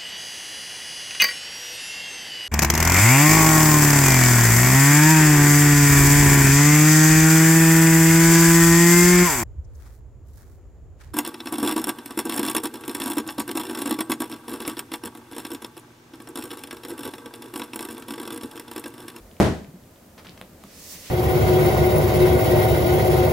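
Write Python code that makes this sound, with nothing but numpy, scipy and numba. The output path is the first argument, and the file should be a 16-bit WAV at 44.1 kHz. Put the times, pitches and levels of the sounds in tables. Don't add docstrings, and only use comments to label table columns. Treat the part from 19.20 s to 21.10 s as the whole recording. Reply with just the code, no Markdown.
import sys
import numpy as np
from scipy import signal
from scipy.fft import rfft, irfft
from scipy.io import wavfile
from numba import njit

SR = 44100
rng = np.random.default_rng(int(sys.argv[2]) if len(sys.argv) > 2 else 0)


def file_out(sig):
    cols = np.atleast_2d(sig).T
    lim = np.clip(cols, -1, 1)
    pcm = np.round(lim * 32767).astype(np.int16)
    wavfile.write(sys.argv[1], SR, pcm)


N = 83790

# (frequency [Hz], fade time [s])
ROOM_FADE = [(50, .4), (200, 0.44), (600, 0.37), (2000, 0.37), (5000, 0.45), (8500, 0.48), (13000, .3)]
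# (frequency [Hz], likeness [0 to 1])
EAR_LIKENESS = [(60, 1), (150, 1), (300, 0.9), (700, 0.64), (1300, 0.53), (2500, 0.27), (8000, 0.36),
                (14000, 0.54)]
# (frequency [Hz], level [dB])
ROOM_TONE = [(25, -3), (50, -9.5), (85, -1), (130, -11), (190, -3), (300, -6.5), (420, -10), (580, -8.5),
             (850, -16.5), (1500, -20.5), (3200, -28), (7000, -27), (11000, -28), (14000, -26.5),
             (15500, -30)]
# (time [s], level [dB])
RUB_LEVEL = [(0, -73), (.19, -74), (.6, -52.5), (.95, -58), (1.09, -46.5), (1.25, -54), (1.4, -58.5),
             (1.9, -70)]
# (frequency [Hz], level [dB])
RUB_TONE = [(40, -13), (100, 9.5), (220, 4.5), (550, -9.5), (1200, -17.5), (3000, -19.5), (12000, -36)]
# (time [s], level [dB], pitch [Hz])
PAW_BUMPS = [(.482, -30.5, 148.7), (0.539, -31, 183), (1.075, -41, 181.5), (1.125, -43, 149),
             (1.213, -37, 190), (1.314, -41.5, 166), (1.442, -38, 198.7), (1.748, -39, 169)]
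# (time [s], level [dB], pitch [Hz])
SKIN_TICKS = [(0.1136, -18.5, 3020), (0.1673, -18, 2560), (0.446, -12.5, 2370), (.6378, -26, 3100),
              (.7594, -22, 3270), (1.0605, -6, 1410), (1.069, -7.5, 2920), (1.0717, -19, 4400),
              (1.088, -10.5, 2530), (1.0944, -11, 4000), (1.1775, -18, 2750)]
# (start [s], length [s], slip rate [1/s], level [dB])
PAW_CREAKS = [(0.9791, .024, 457, -23), (1.047, .017, 420, -24.5), (1.176, .004, 640, -26)]
# (frequency [Hz], level [dB])
CREAK_TONE = [(150, -12), (600, 8.5), (1300, 7.5), (2500, 2), (5500, -3.5), (7500, -12.5), (11000, -10),
              (16000, -20)]
# (time [s], click [dB], bright tip [dB], knock [dB], knock pitch [Hz])
CLAW_TAPS = [(1.2139, -13.5, -25.5, -35.5, 650), (1.2232, -28, -37, -34.5, 540),
             (1.4386, -25, -28, -39, 1190), (1.7495, -29, -45, -45, 636)]
# (frequency [Hz], level [dB])
TAP_TONE = [(100, -5), (300, 0), (700, 16), (1300, 8), (2200, 8), (3900, 5), (5200, -9), (6500, -16),
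            (16000, -26)]
# (time [s], level [dB])
JET_LEVEL = [(1.3, -102), (1.42, -61), (1.52, -50.5), (1.6, -44.5), (1.67, -42), (1.73, -37.5), (1.78, -43),
             (1.83, -43.5), (1.9, -42.5)]
# (frequency [Hz], level [dB])
JET_TONE = [(1000, -30), (3000, -15.5), (4400, -2), (5700, 0.5), (6800, -1), (8200, -3.5), (11000, -5),
            (12500, -4.5), (14200, -1.5), (15800, -3.5)]
# (frequency [Hz], left minus right [dB])
JET_BALANCE = [(3000, -4), (4500, -1), (7000, -4), (9500, -9), (12000, 0), (15000, -2)]
# (time [s], level [dB])
RUSH_LEVEL = [(1.3, -87), (1.42, -63.5), (1.5, -57), (1.62, -54.5), (1.7, -51), (1.76, -49), (1.81, -52),
              (1.87, -45), (1.9, -45.5)]
# (frequency [Hz], level [dB])
RUSH_TONE = [(400, -41), (1150, 0), (1400, -7), (2000, 4), (3000, 2.5), (4800, -1), (8000, -26.5),
             (16000, -28)]
# (frequency [Hz], level [dB])
BOOM_TONE = [(25, -39), (50, -6.5), (80, -12), (140, -5.5), (200, -0.5), (260, -4.5), (380, -4.5),
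             (520, -9.5), (660, -7.5), (900, -15.5), (1300, -20), (1800, -19.5), (2600, -26.5), (4000, -30),
             (7500, -36.5), (11000, -40), (15500, -48)]
# (pitch [Hz], level [dB], fade time [s], build-up [s])
RINGING_NOTES = [(73.4, -9.5, .4, 0.054), (91.2, -10.5, 0.34, 0.024), (123, -7, 0.26, 0.033),
                 (150.3, -21, 0.42, .012), (199.8, -13, 0.45, 0.0013), (214.4, -22, .35, 0.024),
                 (318.2, -15.5, 0.3, 0.0064), (424.7, -20, 0.46, 0.01), (493.4, -27, .3, 0.003),
                 (670, -24, 0.27, 0.0087), (733, -28, 0.38, 0.011), (817, -16, 0.2, 0.0051),
                 (988, -30, 0.52, 0.014), (1605, -31, 0.48, 0.0065)]
# (delay [s], puff [dB], crack [dB], extra delay at the right ear [s])
NEAR_ECHOES = [(.0057, -8.5, 1, 0.), (.0096, -11.5, -12, 0.0021), (.0107, -18, -14, 0.),
               (0.0115, -6, -27, 0.0028), (0.0135, -21, 1, 0.018), (0.0241, -14, 1.5, 0.0053)]
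# (frequency [Hz], level [dB])
CRACK_TONE = [(100, -33), (600, 14), (1500, 6.5), (3000, -3.5), (6000, -3.5), (12000, -10), (16000, -25)]

POP_S = .2008
LEFT_RIGHT = np.array([[1], [-1]])


def amp(db):
    return 10 ** (np.asarray(db) / 20)


def clock():
    return np.arange(N) / SR


def frequencies():
    return np.arange(N // 2 + 1) * SR / N


def by_hz(table, hz):
    row_hz, values = np.array(table, float).T
    return np.interp(np.log(np.maximum(hz, 1)), np.log(row_hz), values)


def by_time(table):
    return np.interp(clock(), *np.array(table, float).T)


def below(sound, hz):
    return irfft(rfft(sound) / (1 + (frequencies() / hz) ** 6), N)


def shape_tone(sound, tone):
    cepstrum = irfft(np.log(amp(by_hz(tone, frequencies()))), N)
    cepstrum[1:N // 2] *= 2
    cepstrum[N // 2 + 1:] = 0
    return irfft(rfft(sound) * np.exp(rfft(cepstrum)), N)


def noise(tone=None):
    likeness = np.clip(by_hz(EAR_LIKENESS, frequencies()), 0, 1)
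    shared, opposite = rfft(rng.standard_normal((2, N)))
    sound = irfft(shared * np.sqrt(1 + likeness) + LEFT_RIGHT * opposite * np.sqrt(1 - likeness), N)
    if tone is not None:
        sound = shape_tone(sound, tone)
    return sound / sound.std()


def click(start):
    return irfft(np.exp(-2j * np.pi * frequencies() * start), N)


def ring(start, hz, t60, rise_s=0, phase=0):
    age = np.maximum(clock() - start, 0)
    swell = 1 - np.exp(-age / rise_s) if rise_s > 0 else 1
    return swell * np.sin(2 * np.pi * hz * age + phase) * np.exp(-np.log(1000) * age / t60)


def die_away(sound, age):
    octaves_hz = np.geomspace(30, 15360, 10)
    spectrum, out = rfft(sound), 0
    for hz, share in zip(octaves_hz, np.eye(len(octaves_hz))):
        band = irfft(spectrum * by_hz(list(zip(octaves_hz, share)), frequencies()), N)
        out = out + band * np.exp(-np.log(1000) * age / by_hz(ROOM_FADE, hz))
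    return out


def in_room(sound, echo_db, soak_s=0.1):
    tail = die_away(noise(), clock()) * np.exp(-clock() / soak_s)
    tail /= np.sqrt(np.sum(tail ** 2) / 2)
    return sound + amp(echo_db) * signal.fftconvolve(sound[None], tail, axes=1)[:, :N]


def background(hum_hz=48.7, hum_end_s=0.11, hum_fade_s=0.064):
    fade = np.clip((hum_end_s - clock()) / hum_fade_s, 0, 1)
    hum = fade * np.sin(2 * np.pi * hum_hz * clock())
    return amp(-49) * noise(ROOM_TONE) + amp(-46.5) * hum


def rubs_and_bumps(t60=0.12, rise_s=0.0013, overtone_ratio=1.884):
    bumps = 0
    for start, db, hz in PAW_BUMPS:
        low_note = ring(start, hz, t60, rise_s)
        overtone = ring(start, hz * overtone_ratio, t60, rise_s)
        bumps = bumps + amp(db) * (low_note + amp(-10.5) * overtone)
    return bumps + noise(RUB_TONE) * amp(by_time(RUB_LEVEL))


def skin_ticks(width=0.57):
    out = 0
    for start, db, hz in SKIN_TICKS:
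        peak = signal.iirpeak(hz, 1 / width, SR)
        tick = signal.lfilter(*peak, signal.lfilter(*peak, click(start)))
        out = out + amp(db) * tick
    return in_room(out, echo_db=-3)


def paw_creaks(unevenness=.15, scatter_db=2, fade_db_per_s=203):
    slips = np.zeros(N)
    for start, length, rate, db in PAW_CREAKS:
        gap_luck, size_luck = rng.standard_normal(size=(32, 2)).T
        ages = np.append(0, np.cumsum(np.exp(unevenness * gap_luck[1:]))) / rate
        strength = amp(db - fade_db_per_s * ages + scatter_db * size_luck)
        slips[((start + ages) * SR).astype(int)] += strength * (ages < length)
    return in_room(shape_tone(slips, CREAK_TONE), echo_db=-1)


def claw_taps():
    clicks = sum(amp(db) * click(start) for start, db, _, _, _ in CLAW_TAPS)
    tips = sum(amp(db) * ring(start, hz=10000, t60=0.00054) for start, _, db, _, _ in CLAW_TAPS)
    knocks = sum(amp(db) * ring(start, hz, t60=0.021) for start, _, _, db, hz in CLAW_TAPS)
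    return in_room(shape_tone(clicks, TAP_TONE) + tips, echo_db=-8) + in_room(knocks, echo_db=-7.5)


def air_leak(brightening=.5, bounce_s=.0011, bounce_db=-21):
    flow_db = by_time(JET_LEVEL)
    balance = amp(LEFT_RIGHT * by_hz(JET_BALANCE, frequencies()) / 2)
    jet = irfft(rfft(noise(JET_TONE)) * balance, N)
    body = below(jet, hz=11500)
    treble = (jet - body) * amp(brightening * (flow_db - flow_db.max()))
    rush = noise(RUSH_TONE) * amp(by_time(RUSH_LEVEL))
    air = (body + treble) * amp(flow_db) + rush
    bounce = np.array([np.interp(clock() - bounce_s, clock(), ear) for ear in air])
    return air + amp(bounce_db) * bounce


def room_boom(hold_s=0.068, sag_db_per_s=74, dulling_db_per_s=75, build_s=0.0045, bass_build_s=0.02):
    age = np.maximum(clock() - POP_S, 0)
    held = np.minimum(age, hold_s)
    wash = die_away(noise(BOOM_TONE), age - held) * amp(-12 - sag_db_per_s * held)
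    bass = below(wash, hz=305)
    treble = wash - below(wash, hz=10200)
    middle = wash - bass - treble
    upper = middle + treble * amp(-dulling_db_per_s * held)
    return upper * (1 - np.exp(-age / build_s)) + bass * (1 - np.exp(-age / bass_build_s))


def ringing(full_spread_hz=490):
    out = 0
    leans = rng.choice([-1, 1], len(RINGING_NOTES))
    for (hz, db, t60, rise_s), lean in zip(RINGING_NOTES, leans):
        phase = LEFT_RIGHT * lean * min(hz / full_spread_hz, 1) * np.pi / 4
        out = out + amp(db) * ring(POP_S, hz, t60, rise_s, phase)
    return out


def burst(start, puff_db=0, crack_db=0, tear_delay_s=0.00019, tear_t60=0.0022):
    age = clock() - start - tear_delay_s
    tear = rng.standard_normal(N) * (age > 0) * np.exp(-np.log(1000) * np.abs(age) / tear_t60)
    crack = amp(-29) * tear - amp(-1.5) * shape_tone(click(start), CRACK_TONE)
    puff = amp(3.5) * ring(start + 1e-4, hz=327, t60=0.0057)
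    return amp(puff_db) * puff + amp(crack_db) * crack


def bang(lean_left_db=0.9):
    out = burst(POP_S)
    for delay, puff_db, crack_db, right_delay in NEAR_ECHOES:
        echo = [burst(POP_S + delay + extra, puff_db, crack_db) for extra in (0, right_delay)]
        out = out + np.array(echo)
    return out + (room_boom() + ringing()) * amp(LEFT_RIGHT * lean_left_db / 2)


def scene():
    return bang() + skin_ticks() + claw_taps() + paw_creaks() + rubs_and_bumps() + air_leak() + background()


@njit
def follow_level(size, rise_s, fall_s):
    out, level = np.empty(len(size)), 0.
    for i in range(len(size)):
        lag_s = rise_s if size[i] > level else fall_s
        level += (size[i] - level) / (lag_s * SR)
        out[i] = level
    return out


def record(dry, threshold_db=-19, ratio=1.25, low_cut_hz=30, high_cut_hz=15800):
    level = follow_level(np.abs(dry).max(axis=0), rise_s=0.0025, fall_s=0.62)
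    gain = np.maximum(level / amp(threshold_db), 1) ** (1 / ratio - 1)
    low_cut = signal.butter(2, low_cut_hz, "high", fs=SR, output="sos")
    high_cut = signal.ellip(10, .2, 70, high_cut_hz, fs=SR, output="sos")
    return signal.sosfilt(high_cut, signal.sosfilt(low_cut, dry * gain))


dry = scene()
out = record(dry)
file_out(out)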